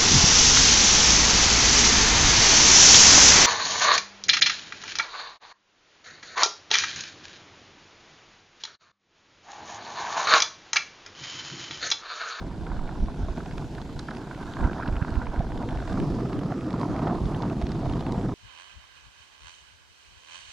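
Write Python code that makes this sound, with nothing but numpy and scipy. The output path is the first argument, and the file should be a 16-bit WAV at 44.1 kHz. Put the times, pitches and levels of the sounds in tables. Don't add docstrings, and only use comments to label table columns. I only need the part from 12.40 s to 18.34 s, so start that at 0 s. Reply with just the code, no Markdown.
import sys
import numpy as np
from scipy import signal
from scipy.io import wavfile

SR = 44100
rng = np.random.default_rng(int(sys.argv[2]) if len(sys.argv) > 2 else 0)


def unload_wav(signal):
    wavfile.write(
        sys.argv[1],
        SR,
        np.round(np.clip(np.atleast_2d(signal).T, -1, 1) * 32767).astype(np.int16),
    )


N = 261954
LEAD = 150


def from_db(db):
    return 10 ** (np.asarray(db) / 20)


def rms_one(x):
    return x / np.sqrt(np.mean(x ** 2) + 1e-20)


def in_time(rows):
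    s, *columns = np.transpose(rows)
    return [np.interp(np.arange(N) / SR, s, column) for column in columns]


def at_hz(points, hz):
    curve_hz, values = np.transpose(points)
    return np.interp(np.log(hz), np.log(curve_hz), values)


def panned(x, pan_db):
    return x * from_db(np.array([[.5], [-.5]]) * pan_db)


def band(low_hz, high_hz):
    return signal.butter(2, [low_hz, high_hz], "band", fs=SR, output="sos")


def drift(rate_hz):
    r = np.exp(-40 * np.pi * rate_hz / SR)
    white = rng.standard_normal(N // 20 + 2002)
    slow = signal.lfilter([1], [1, -2 * r, r * r], white)[2000:]
    return np.interp(np.arange(N) / 20, np.arange(len(slow)), rms_one(slow))


def resonate(x, hz, width_hz):
    r = np.exp(-np.pi * width_hz / SR)
    zeros = np.array([1, 0, -1]) * (1 - r * r) / 2
    poles = [1, -2 * r * np.cos(2 * np.pi * hz / SR), r * r]
    return signal.lfilter(zeros, poles, x)


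def left_right(mid, side, likeness):
    alike = np.clip(likeness, 0, 1)
    return np.sqrt(1 + alike) * mid + np.sqrt(1 - alike) * side * [[1], [-1]]


def pair(likeness):
    mid, side = rng.standard_normal((2, N))
    return left_right(mid, side, likeness)


def add(out, s, sound):
    i = round(s * SR)
    out[:, i:i + sound.shape[1]] += sound[:, :N - i]


def bands(spectrum, edges, likeness, pan, shared_db, own_db, patchy_db, tilt_db):
    out, white = 0, rng.standard_normal((2, 2, N))
    centre_hz = np.sqrt(edges[0] * edges[-1])
    for k, (low, high) in enumerate(zip(edges, edges[1:])):
        mid, side = signal.sosfilt(band(low, high), white[k % 2])
        hz = np.sqrt(low * high)
        both = left_right(mid, side, at_hz(likeness, hz))
        level_db = at_hz(spectrum, hz) + tilt_db * np.log2(hz / centre_hz)
        flicker_db = shared_db + own_db * drift(8.3) + patchy_db * drift(2.45)
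        out = out + from_db(level_db + flicker_db) * panned(both, at_hz(pan, hz))
    return out / np.sqrt(np.mean(out.mean(axis=0) ** 2))


def burst(shape, rise_ms, fall_ms, noise):
    ms = np.maximum(np.arange(len(noise)) - LEAD, 0) / SR * 1000
    envelope = (1 - np.exp(-ms / rise_ms)) * np.exp(-ms / fall_ms)
    puff = signal.sosfiltfilt(shape, noise * envelope)
    return puff / np.abs(puff).max()


# (time [s], rumble [dB], roar [dB], upper roar [dB])
FLAME_LEVELS = [(0, -34.5, -48.5, -51), (.38, -36.5, -43, -50.5), (.6, -36, -47, -54), (1, -36, -46, -49.5),
                (1.62, -36.5, -48, -56.5), (1.74, -35.5, -43.5, -50.5), (2.18, -37.5, -45.5, -47),
                (2.23, -30.5, -34.5, -38.5), (2.305, -31, -40.5, -36.5), (2.33, -34.5, -39.5, -46),
                (2.95, -35, -43.5, -46), (3.06, -36, -44, -51.5), (3.23, -31.5, -40, -50.5),
                (3.45, -36, -44, -42), (3.59, -25.5, -36, -41.5), (3.67, -29.5, -40.5, -48),
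                (3.9, -27, -39.5, -43.5), (4.22, -31, -45.5, -45.5), (4.32, -27.5, -39.5, -44),
                (4.5, -28, -40.5, -45.5), (4.71, -25.5, -33, -39.5), (4.8, -31.5, -43.5, -49.5),
                (5.04, -25.5, -39, -42), (5.17, -29.5, -43.5, -49.5), (5.5, -28.5, -40.5, -46),
                (5.94, -24.5, -38.5, -43.5)]
# (time [s], share of free burning [0 full on the work to 1 free])
TURNED_AWAY = [(0, 0.37), (1.5, 0.18), (1.7, .05), (3.1, 0.05), (3.6, 0.91), (4.2, 0.99), (4.5, 1),
               (5.94, 0.86)]
# (frequency [Hz], level [dB per Hz])
RUMBLE_SPECTRUM = [(40, -3.5), (80, -9), (130, 1.5), (220, -2.5), (310, -1.5), (430, -14), (520, -10),
                   (800, -59.5)]
# (time [s], tilt [dB per octave])
RUMBLE_TILT = [(0, 0), (2, 0.3), (3.1, 1.5), (4.15, 1.5), (4.8, -0.8), (5.94, -1.5)]
# (frequency [Hz], width [Hz], level [dB])
ROAR_MODES = [(670.5, 140, 5.5), (966, 220, 2.5)]
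UPPER_ON_WORK, UPPER_FREE = (1470, 400), (1215, 250)
TOP_FREE, TOP_FREE_DB = (1823, 460), -24.5
SPUTTER_BAND, SPUTTER_DB = (1680, 2770), -21   # (Hz, Hz); eddies above the roar, against the upper roar
# (time [s], level [dB], brightness [dB per octave])
JET_LEVELS = [(0.0, -56, -1.2), (0.69, -56, -1.3), (1.19, -54.5, -0.5), (1.93, -53, -0.5),
              (3.24, -55.5, -1), (3.47, -52, -1), (4.12, -54.5, 0), (5.51, -52.5, -1.8), (5.94, -53.5, -1)]
# (frequency [Hz], level [dB per Hz])
HISS_SPECTRUM = [(880, -27), (1500, -13), (2080, -10), (2840, -11), (3500, -9), (7220, -16.5),
                 (8470, -24.5), (9570, -23.5), (11900, -32.5), (13200, -32), (14200, -55)]
# (frequency [Hz], left-right likeness [0 to 1])
HISS_LIKENESS = [(1500, 0.43), (3000, 0.59), (5000, 0.8), (8000, 0.54), (10500, 0.72), (13000, 0.23)]
# (frequency [Hz], left-right level [dB])
HISS_PAN = [(1500, -2.5), (4000, 0.5), (12000, 1.5)]


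def catching_eddies():
    clicks_per_s = 250 * from_db(4 * drift(25))
    caught = rng.random(N) < clicks_per_s / SR
    sizes = from_db(4 * np.minimum(rng.exponential(1, N), 3))
    return caught * sizes * rng.choice([-1, 1], N)


def roaring(roar_db, upper_db, away, throb, flutter):
    eddies = rms_one(catching_eddies())
    burning = pair(0.98) * from_db(2.06 * throb + 2.14 * flutter + 1.34 * drift(12)) + from_db(3.0) * eddies
    roar = 0
    for k, (hz, width_hz, db) in enumerate(ROAR_MODES):
        roar = roar + from_db(db + 1.9 * drift(19)) * resonate(burning, hz, width_hz) * (-1) ** k
    on_work = rms_one(resonate(resonate(burning, *UPPER_ON_WORK), *UPPER_ON_WORK))
    free = rms_one(resonate(burning, *UPPER_FREE))
    upper = (1 - away) * on_work + away * free
    dark_top = signal.butter(6, 1720, fs=SR, output="sos")
    body = from_db(roar_db) * rms_one(roar) + from_db(upper_db + 1.55 * drift(48)) * upper
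    body = signal.sosfilt(dark_top, body)
    sputter = rms_one(signal.sosfilt(band(*SPUTTER_BAND), burning + from_db(8.0) * eddies))
    top = rms_one(resonate(resonate(burning, *TOP_FREE), *TOP_FREE))
    top = away * from_db(upper_db + TOP_FREE_DB + 3.4 * drift(15)) * top
    return body + from_db(upper_db + SPUTTER_DB) * sputter + top


def flame():
    rumble_db, roar_db, upper_db = in_time(FLAME_LEVELS)
    away, = in_time(TURNED_AWAY)
    throb, flutter = drift(37.0) + 0.63 * drift(7.1), drift(106)
    rumble = bands(RUMBLE_SPECTRUM, 40 * 2 ** np.arange(0, 4.4, 1 / 3),
                   likeness=[(40, 1.0), (800, 0.99)], pan=[(40, 1.0), (800, -2.34)],
                   shared_db=0.45 * throb + 1.6 * flutter + 1.1 * away * drift(17),
                   own_db=0.88, patchy_db=-0.66, tilt_db=in_time(RUMBLE_TILT)[0])
    roar = roaring(roar_db, upper_db, away, throb, flutter)
    jet_db, bright_db = in_time(JET_LEVELS)
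    hiss = bands(HISS_SPECTRUM, 1300 * 2 ** np.arange(0, 3.6, 1 / 5), HISS_LIKENESS, HISS_PAN,
                 shared_db=0.34 * throb + 1.0 * flutter, own_db=0.95, patchy_db=1.07, tilt_db=bright_db)
    return from_db(rumble_db) * rumble + panned(roar, pan_db=-2.5) + from_db(jet_db - 2.5) * hiss


# (time [s], level [dB])
STEADY_WIND = [(0, -36.5), (1, -38.5), (1.9, -47), (2.7, -38.5), (3.6, -36.5), (4.2, -49), (4.8, -49),
               (5.4, -36), (5.94, -45)]
# (time [s], peak level [dB])
GUSTS = [(.36, -31), (.63, -28.5), (.84, -27.5), (1.24, -32), (1.57, -35), (2.08, -35), (2.251, -25),
         (2.52, -26.5), (2.79, -26), (2.89, -31.5), (3.0, -29), (3.24, -39), (3.37, -27.5), (3.55, -39),
         (3.76, -30.5), (4.85, -28.5), (5.24, -39), (5.49, -26)]
# (time [s], peak level [dB], width [ms], left-right level [dB])
BUFFETS = [(0.312, -26, 11, -8), (0.336, -28, 10.5, -7), (0.393, -26, 30, -9), (0.448, -24.5, 26, -4),
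           (0.631, -24, 14, 1), (0.8357, -22, 6.5, -5), (0.907, -21.5, 11, -5), (1.22, -33, 10, -4),
           (1.565, -30, 11, -6), (2.251, -13, 8.4, -6.5), (2.485, -18, 2.6, -2), (2.498, -22.5, 11.3, -8),
           (2.532, -18.5, 7.4, -6), (2.573, -21, 9.2, -2), (2.623, -14.5, 4.3, -9), (2.722, -24, 8.4, -10),
           (2.778, -14, 9.2, -8), (2.893, -22, 15.7, -5.5), (2.991, -17.5, 13, -4), (3.0015, -15, 3.1, -6),
           (5.2397, -17.5, 7.6, -4), (5.479, -18.5, 5.6, -1), (5.559, -18, 3.4, 1.5)]
GUST_RISE_S, GUST_DIE_S = 0.072, 0.054


def wind():
    now, level = np.arange(N) / SR, from_db(in_time(STEADY_WIND)[0])
    for s, db in GUSTS:
        slope_s = np.where(now < s, GUST_RISE_S, GUST_DIE_S)
        level = np.maximum(level, from_db(db) * np.exp(-np.abs(now - s) / slope_s))
    rush = rms_one(signal.sosfilt(band(19, 70), pair(0.81)))
    out = level * from_db(2.3 * drift(5.5)) * panned(rush, pan_db=-2.5)
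    ms = np.arange(-2000, 2000) / SR * 1000
    for s, db, width_ms, pan_db in BUFFETS:
        u = (ms / (0.5 * width_ms)) ** 2
        push = (1 - u) * np.exp(-u / 2)
        add(out, s - 2000 / SR, from_db(db) * panned(push, pan_db))
    return out


# (time [s], level [dB], centre frequency [Hz])
POPS = [(.112, -37.5, 970), (.2175, -48, 750), (0.269, -40, 1400), (.301, -37, 1250), (0.3173, -28, 1070),
        (0.365, -35, 1200), (0.392, -30.5, 1140), (0.477, -35, 700), (0.4908, -28.5, 1110),
        (.521, -38, 1150), (.553, -38, 1290), (.6841, -26.5, 800), (0.8847, -28, 810), (0.978, -24.5, 770),
        (1.004, -34, 1400), (1.0625, -30, 710), (1.182, -38, 1170), (1.382, -31, 1310),
        (1.596, -36.5, 1420), (1.6862, -25, 1380), (1.71, -27.5, 1340), (1.9106, -26, 1190),
        (1.987, -38, 696), (2.169, -24, 1110), (2.208, -27.5, 950), (2.381, -36, 1350), (2.3998, -22, 865),
        (2.411, -30, 1480), (2.424, -28.5, 1470), (2.432, -25, 1500), (2.461, -29, 1300),
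        (2.487, -33, 1480), (2.565, -35, 1440), (2.579, -41, 1490), (2.616, -33, 1480), (2.6255, -27, 1350),
        (2.648, -23, 1140), (2.6817, -29.5, 1330), (2.758, -35, 1420), (2.818, -24.5, 1160),
        (2.868, -26.5, 900), (2.94, -30, 700), (3.007, -24, 660), (3.038, -30, 730), (3.12, -29.5, 1090),
        (3.233, -26, 780), (3.4775, -25.5, 780), (3.574, -28.5, 1130), (3.788, -25.5, 760),
        (4.34, -26.5, 920), (4.364, -34.5, 1200), (4.403, -32, 1150), (4.413, -22.5, 814),
        (4.432, -22, 1040), (4.453, -32, 970), (4.546, -33, 930), (4.595, -23, 755), (4.641, -31, 850),
        (4.668, -28, 700), (4.9208, -26.5, 724), (5.018, -29, 700), (5.034, -27, 1090), (5.215, -29, 645),
        (5.4315, -34, 700), (5.46, -23.5, 740), (5.745, -29, 647)]
POP_MS, POP_SPREAD_DB_PER_OCT = 3.2, 26.5
POP_KICK = 10.4
POP_TOP_BAND, POP_TOP_HZ, POP_TOP_DB = (1590, 2500), 1500, -14
POP_SNAP_DB_PER_OCT = 8


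def pops():
    out, (away,) = np.zeros((2, N)), in_time(TURNED_AWAY)
    for (s, db, centre_hz), noise in zip(POPS, rng.standard_normal((len(POPS), 900))):
        noise = noise + POP_KICK * (np.arange(len(noise)) == LEAD + 20)
        upper_hz = np.interp(away[round(s * SR)], [0, 1], [UPPER_ON_WORK[0], UPPER_FREE[0]])
        pop = 0
        for hz in [ROAR_MODES[0][0], ROAR_MODES[1][0], upper_hz]:
            ring_db = db - POP_SPREAD_DB_PER_OCT * abs(np.log2(hz / centre_hz))
            pop = pop + from_db(ring_db) * burst(band(hz / 1.194, hz * 1.17), 0.55, POP_MS, noise)
        snap_db = db + POP_TOP_DB - POP_SNAP_DB_PER_OCT * abs(np.log2(POP_TOP_HZ / centre_hz))
        pop = pop + from_db(snap_db) * burst(band(*POP_TOP_BAND), 0.78, POP_MS, noise)
        add(out, s - LEAD / SR, panned(pop, pan_db=-2.5))
    return out


# (time [s], level [dB], ring frequency [Hz], middle colour [dB], treble colour [dB])
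SPITS = [(0.2664, -38, 2020, -24, -26), (0.4755, -41, 2260, -18, -26), (0.4905, -42, 2070, -16, -24),
         (0.6589, -43, 2600, -11, -23), (0.9733, -37, 2430, -11, -28), (1.059, -36.5, 2400, -11, -22),
         (1.1104, -36, 2190, -17, -23), (1.1243, -40, 3390, -14, -25), (1.1804, -31, 2580, -12.5, -20),
         (1.35, -37, 2190, -12, -25), (1.38, -50, 2260, -7, -17), (1.4157, -36, 3700, -9, -25),
         (1.5918, -32.5, 3900, -6.5, -14), (1.683, -46, 4000, -9, -18), (1.708, -42, 4350, -5, -15),
         (1.7499, -38, 2170, -15, -23), (1.7689, -35, 2600, -12, -25), (1.9473, -36, 2260, -22, -30),
         (2.0278, -38.5, 2580, -17, -28), (2.1365, -33.5, 3350, -14, -26), (2.209, -37, 2440, -23, -20),
         (2.2393, -35, 2010, -24, -24), (2.332, -32, 1900, -20, -24), (2.434, -44, 2370, -18, -23),
         (2.46, -40, 2360, -15, -28), (2.477, -30, 2440, -14, -31), (2.5252, -40, 2510, -17, -21),
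         (2.5566, -37, 2020, -19, -27), (2.5657, -32, 2450, -32, -31), (2.6244, -34, 2480, -24, -30),
         (2.6474, -36, 2000, -28, -37), (2.682, -39, 2340, -25, -29), (2.704, -41, 2020, -9, -14),
         (2.7402, -42, 2000, -11, -17), (2.7551, -36.5, 2460, -15, -18), (2.8564, -38, 2170, -21, -27),
         (2.8692, -35, 2360, -31, -29), (2.9597, -38, 2000, -22, -23), (2.9926, -35.5, 2200, -15, -20),
         (3.1193, -40, 2520, -22, -18), (3.1757, -36, 3070, -12.5, -18), (3.226, -37, 2000, -16, -18),
         (3.289, -30.5, 3130, -22, -18.5), (3.3079, -40, 3380, -19, -17), (3.3728, -34.5, 2340, -26, -19),
         (3.476, -35, 2030, -17, -25), (3.528, -40.5, 2970, -7, -12), (3.6002, -32, 2650, -17, -16),
         (3.896, -42, 2140, -11, -16), (3.93, -32.5, 2540, -15, -20), (3.9908, -35, 2750, -25, -16),
         (4.035, -38, 2040, -10.5, -20), (4.2083, -38, 2300, -20, -18), (4.3054, -37, 2050, -11, -16),
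         (4.3291, -37.5, 2030, -9, -20), (4.3965, -44, 3040, -8, -10.5), (4.413, -38.5, 2730, -8, -14),
         (4.4304, -41, 1900, -17, -14), (4.563, -35, 1750, -14, -19), (4.591, -36, 2330, -15, -24),
         (4.6737, -37, 3300, -21, -26), (4.8559, -37.5, 3520, -10.5, -24), (4.946, -32.5, 3220, -27, -36),
         (5.0219, -32, 2050, -8, -31), (5.098, -38, 2700, -20, -23), (5.215, -35, 2010, -9, -18.5),
         (5.2227, -33.5, 2360, -13.5, -16), (5.2679, -33.5, 2390, -9, -33), (5.2914, -41, 2680, -8, -19),
         (5.3178, -35, 2010, -8.5, -16.5), (5.456, -38, 3000, -12, -20), (5.4963, -33, 2960, -25, -18),
         (5.5247, -37.5, 4150, -12, -18), (5.5354, -34.5, 3050, -17, -21), (5.5927, -42, 3700, -12, -22),
         (5.6067, -34, 2950, -11, -18), (5.665, -32.5, 2800, -21, -19), (5.7218, -37, 2420, -6, -10),
         (5.8112, -38, 2200, -14, -19)]
# (lower edge [Hz], upper edge [Hz])
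SPIT_BANDS = [(1750, 3960), (3300, 5640), (5600, 10100)]
SPIT_BODY_BAND = (890, 1960)
SPIT_BODY_DB, SPIT_LOW_DB, SPIT_MIDDLE_DB, SPIT_TOP_DB = 2, -10, -7.5, -20.5
SPIT_MEAN_DB = (-15, -21.5)
SPIT_MIDDLE_FOLLOWS, SPIT_TOP_FOLLOWS = 1.44, 1.66
SPIT_MS, SPIT_LENGTH_SPREAD = 1.96, .35
SPIT_RING_WIDTH_HZ = 520
FAINT_SPIT_DB, FAINT_RANGE_DB, FAINT_RING_HZ = -54.5, 6.5, (1850, 5230)
FAINT_FOLLOWS = 0.27


def faint_spits():
    upper_db = in_time(FLAME_LEVELS)[2]
    swell_db = FAINT_FOLLOWS * (upper_db - upper_db.mean())
    starts, sizes, pitches = rng.random((300, 3)).T
    at = (LEAD + starts * (N - LEAD)).astype(int)
    db = FAINT_SPIT_DB + FAINT_RANGE_DB * sizes + swell_db[at]
    low_hz, high_hz = FAINT_RING_HZ
    ring_hz = low_hz * (high_hz / low_hz) ** pitches
    return list(zip(at / SR, db, ring_hz, *np.outer(SPIT_MEAN_DB, np.ones(len(at)))))


def spits():
    out, shapes = np.zeros((2, N)), [band(*edges) for edges in [SPIT_BODY_BAND] + SPIT_BANDS]
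    rows = list(SPITS) + faint_spits()
    for (s, db, ring_hz, *colour_db), noise in zip(rows, rng.standard_normal((len(rows), 601))):
        firm_db, bright_db = np.subtract(colour_db, SPIT_MEAN_DB)
        levels_db = [SPIT_BODY_DB, SPIT_LOW_DB, SPIT_MIDDLE_DB + SPIT_MIDDLE_FOLLOWS * firm_db,
                     SPIT_TOP_DB + SPIT_TOP_FOLLOWS * bright_db]
        fall_ms = max(SPIT_MS * np.exp(SPIT_LENGTH_SPREAD * noise[0]), .3)
        body, low, middle, top = [from_db(level_db) * burst(shape, 0.16, fall_ms, noise[1:])
                                  for level_db, shape in zip(levels_db, shapes)]
        ring = resonate(low + middle, ring_hz, SPIT_RING_WIDTH_HZ)
        low = low + ring / np.abs(ring).max()
        late_left = np.array([np.roll(low, 2), low])
        spit = late_left + body + middle + top
        add(out, s - LEAD / SR, from_db(db - 5) * panned(spit, pan_db=-1.0))
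    return out


# (time [s], level before the soft onset and decay [dB])
KNOCKS = [(3.602, -21), (3.956, -26), (4.488, -26)]
STAND_HZ, STAND_T60_S = 140, 0.19


def knocks():
    out, t = np.zeros((2, N)), np.arange(8000) / SR
    envelope = from_db(-60 * t / STAND_T60_S) * (1 - np.exp(-t / 0.0044))
    ring = np.sin(2 * np.pi * STAND_HZ * t) * envelope
    for s, db in KNOCKS:
        add(out, s, from_db(db) * ring * [[1], [-.8]])
    return out


def scene():
    return flame() + wind() + pops() + spits() + knocks()


CUTOFF_HZ = 14300


def record(dry):
    steep_cut = signal.ellip(12, .5, 80, CUTOFF_HZ, fs=SR, output="sos")
    return signal.sosfilt(steep_cut, dry)


dry = scene()
out = record(dry)
unload_wav(out)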